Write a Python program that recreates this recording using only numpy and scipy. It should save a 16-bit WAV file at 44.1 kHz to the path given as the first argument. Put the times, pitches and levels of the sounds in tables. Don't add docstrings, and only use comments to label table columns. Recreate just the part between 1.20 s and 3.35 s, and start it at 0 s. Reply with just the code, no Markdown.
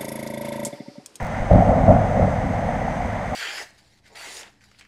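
import sys
import numpy as np
from scipy import signal
from scipy.fft import rfft, irfft
from scipy.io import wavfile
from scipy.ndimage import uniform_filter1d, minimum_filter1d

SR = 44100
rng = np.random.default_rng(int(sys.argv[2]) if len(sys.argv) > 2 else 0)


def wav_record(signal):
    frames = np.transpose(np.atleast_2d(signal))
    bounded = np.clip(frames, -1, 1)
    quanta = np.round(bounded * 32767).astype(np.int16)
    wavfile.write(sys.argv[1], SR, quanta)


def gain_from_db(level_db):
    decades = np.asarray(level_db, float) / 20
    return 10 ** decades


N = 94815


def rms_one(x):
    return x / np.sqrt(np.mean(x ** 2) + 1e-20)


def colour(x, spectrum):
    size = 2 ** 17
    hz, db = np.transpose(spectrum)
    f = np.arange(size // 2 + 1) * SR / size + 1
    log_gain = np.interp(np.log(f), np.log(hz), db) * np.log(10) / 20
    cepstrum = irfft(log_gain)
    cepstrum[1:size // 2] *= 2
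    cepstrum[size // 2 + 1:] = 0
    response = np.exp(rfft(cepstrum))
    filtered = irfft(rfft(x, size) * response)[:N]
    return filtered / np.sqrt(np.mean(np.abs(response) ** 2))


def drift(rate_hz):
    r = np.exp(-2 * np.pi * rate_hz / SR)
    wander = signal.lfilter([1], [1, -2 * r, r * r], rng.standard_normal(N + SR))
    return rms_one(wander[SR:])


def clicks(per_s, spread_db):
    sizes = gain_from_db(spread_db * np.minimum(rng.exponential(1, N), 4))
    signs = rng.choice([-1, 1], N)
    arrives = rng.random(N) < per_s / SR
    return rms_one(sizes * signs * arrives)


def even(x):
    window, share = int(0.05 * SR), 0.78
    power = uniform_filter1d(uniform_filter1d(x ** 2, window), window)
    level = np.sqrt(power + 1e-9)
    return rms_one(x / level ** share)


def swell(at, rise_s, hz):
    t = np.maximum(np.arange(N) / SR - at, 0)
    envelope = (t / rise_s * np.exp(1 - t / rise_s)) ** 2
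    return envelope * np.sin(2 * np.pi * hz * t)


# frequency in Hz, level in dB per Hz.
GROUND_RAIN = [(500, -33), (900, -0.5), (1100, -8), (1540, -9), (2050, -6), (2600, -21), (3300, -24.5),
               (4700, -33.5), (9000, -78.5)]
# frequency in Hz, level in dB per Hz.
LEAF_RAIN = [(3500, -27), (5000, -5), (5700, -7.5), (6150, 0.5), (7200, -10), (8100, -7), (11300, -22),
             (13200, -21), (15700, -43)]


def rain():
    drops_per_s = 12000
    ground = colour(rng.standard_normal(N) + 0.3 * clicks(drops_per_s, 7.5), GROUND_RAIN)
    leaves = colour(rng.standard_normal(N) + 0.3 * clicks(drops_per_s, 1.7), LEAF_RAIN)
    ground_gain = gain_from_db(-35 + 0.4 * drift(7.4))
    leaf_gain = gain_from_db(-54.5 + 0.6 * drift(8))
    return ground_gain * rms_one(ground) + leaf_gain * rms_one(leaves)


# frequency in Hz, bandwidth in Hz, level in dB.
CORNER_MODES = [(50, 7.8, -6), (98.5, 16, 3), (148, 21, -7), (180, 45, -6), (222.7, 31, -10)]


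def corner(x):
    out = x.copy()
    for hz, width_hz, db in CORNER_MODES:
        r = np.exp(-np.pi * width_hz / SR)
        bandpass = [(1 - r * r) / 2, 0, (r * r - 1) / 2]
        poles = [1, -2 * r * np.cos(2 * np.pi * hz / SR), r * r]
        out += gain_from_db(db) * signal.lfilter(bandpass, poles, x)
    return out


# start in seconds, peak in dB, pitch in Hz, rise in ms.
CORNER_SWELLS = [(.317, -8.5, 180, 22), (.32, -19, 92.7, 22), (0.334, -13, 50, 19), (.37, -11, 186.5, 21.3),
                 (0.386, -19, 50, 18), (0.391, -18.5, 238, 12.5), (.475, -19.5, 235.4, 20),
                 (.49, -20.5, 54.5, 28), (0.499, -26, 140, 30), (0.561, -20.5, 262.7, 24),
                 (.63, -15.5, 94, 18), (.66, -14.5, 91.2, 31), (.66, -16.5, 186, 35),
                 (0.671, -15.5, 241.8, 34.5), (.68, -22, 45, 34), (.72, -18.5, 260, 19.4),
                 (0.749, -16.5, 148, 19), (.745, -18, 45.5, 18), (1.0, -27, 97, 38),
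                 (1.021, -19.5, 188, 23.4), (1.076, -22, 74.5, 24), (1.6, -35, 30, 30)]


def thuds():
    return sum(gain_from_db(db) * swell(at, ms * 0.00095, hz) for at, db, hz, ms in CORNER_SWELLS)


# time in seconds, boom level in dB, ring relative to boom in dB.
ROLL_LEVELS = [(0.0, -31, -2), (0.3, -26, -5), (0.32, -9, -4.5), (0.36, -12.5, -2), (0.44, -20.5, -2),
               (0.51, -13.5, -4.5), (0.54, -21.5, 2.5), (0.66, -15, -8.5), (0.68, -11.5, -4),
               (0.89, -23.5, -2), (1.03, -18, -3), (1.11, -24, -1.5), (1.3, -21.5, -9.5), (1.33, -24, -2.5),
               (2.0, -28, -4.5), (2.04, -33, 5.5), (2.08, -27, -9.5), (2.15, -29, 3.5)]
# frequency in Hz, level in dB per Hz.
BOOM_COLOUR = [(15, -38.5), (25, -5.5), (40, -6), (65, -8.5), (120, -7), (260, -10), (343, -21.5),
               (450, -25.5), (700, -71.5), (3000, -120)]
# frequency in Hz, level in dB per Hz.
HOLLOW_COLOUR = [(210, -32.5), (350, -27.5), (433, -12.5), (489, -5), (636, 0.5), (772, 0), (950, -17.5),
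                 (1430, -23), (1500, -25), (1950, -54), (3300, -120)]


def roll():
    shocks_per_s, spread_db = 3000, 0
    s, level_db, ring_db = np.transpose(ROLL_LEVELS)
    t = np.arange(N) / SR
    boom = even(corner(colour(clicks(shocks_per_s, spread_db), BOOM_COLOUR)))
    hollow = even(colour(clicks(shocks_per_s, spread_db), HOLLOW_COLOUR))
    boom_db = np.minimum(np.interp(t, s, level_db) - 1, -17)
    hollow_db = np.minimum(np.interp(t, s, level_db + ring_db) + 0.5, -18)
    far_air = signal.butter(4, 2500, fs=SR, output="sos")
    return signal.sosfilt(far_air, boom * gain_from_db(boom_db) + hollow * gain_from_db(hollow_db))


# start in seconds, peak in dB, pitch of the hollow in Hz.
KINK_RINGS = [(0.228, -14.5, 700), (0.298, -14, 622), (0.31, -1, 598), (0.324, -6, 615), (0.335, -0.5, 600),
              (0.364, -14, 713), (0.382, -9, 630), (0.421, -5, 687), (0.492, -5.5, 662), (0.529, -8, 570),
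              (0.679, -3, 670), (0.691, -2, 614), (0.704, -0.5, 610), (0.712, 0, 693), (0.718, -5.5, 633),
              (0.756, -14.5, 620), (0.763, -31.5, 670), (0.798, -24, 750), (0.969, -9.5, 564),
              (0.994, -6, 544), (1.024, -12.5, 725), (1.209, -18.5, 550), (1.329, -34, 680),
              (1.487, -12.5, 704), (1.614, -14, 718), (1.678, -12, 754), (1.804, -12, 748),
              (1.845, -17, 794), (1.959, -16, 670), (2.12, -19, 640)]


def kinks():
    rise_s, gain_db = 0.0033, -4
    return sum(gain_from_db(db + gain_db) * swell(at, rise_s, hz) for at, db, hz in KINK_RINGS)


# start in seconds, peak in dB, length in ms.
BEND_SHOCKS = [(0.022, -26.5, 24.5), (0.201, -22, 28.5), (0.3136, -6.5, 7.7), (0.331, -6, 7.7),
               (0.35, -6.5, 8.5), (0.359, -6, 3.8), (0.384, -7, 2.3), (0.393, -12, 5.9), (0.48, -8.5, 6),
               (0.656, -15, 8), (.685, -9.5, 8.9), (0.696, -13, 5), (1.019, -12.5, 12), (1.855, -19.5, 9.2),
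               (2.07, -35, 9)]


def shocks():
    t, out = np.arange(N) / SR, np.zeros(N)
    for at, db, ms in BEND_SHOCKS:
        u = (t - at) / (ms / 1000)
        out += gain_from_db(db + 3.5) * (1 - 2 * u) * (u >= 0) * (u <= 1)
    air = signal.butter(4, 277, fs=SR, output="sos")
    return signal.sosfilt(air, out + 1e-18)


def scene():
    return (rain() + thuds() + roll() + kinks() + shocks())[None]


def limiter(x):
    rail, hold = 0.99, 200
    gain = minimum_filter1d(np.minimum(1, rail / (np.abs(x) + 1e-9)), size=2 * hold)
    return x * uniform_filter1d(uniform_filter1d(gain, size=hold), size=hold)


# start in seconds, level in dB, dullness from 0 to 1.
INPUT_TICKS = [
    (.0086, -31, .3),
    (.0286, -26.5, .3),
    (.0486, -26, .3),
    (.0686, -25.5, .3),
    (.3322, -29, .75),
    (.3327, -31, .75),
    (.357, -33, .75),
    (.3576, -34, .75),
]


def ticks():
    out = np.zeros(N)
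    for at, db, dull in INPUT_TICKS:
        impulse = np.arange(N) == int(at * SR)
        out += gain_from_db(db) * signal.lfilter([1, -1], np.poly([0.85, dull, dull]), impulse)
    return out


def top_cut(x):
    return signal.sosfilt(signal.butter(12, 15500, fs=SR, output="sos"), x)


def record(dry):
    mix = limiter(dry) + ticks()
    return top_cut(mix)


dry = scene()
out = record(dry)
wav_record(out)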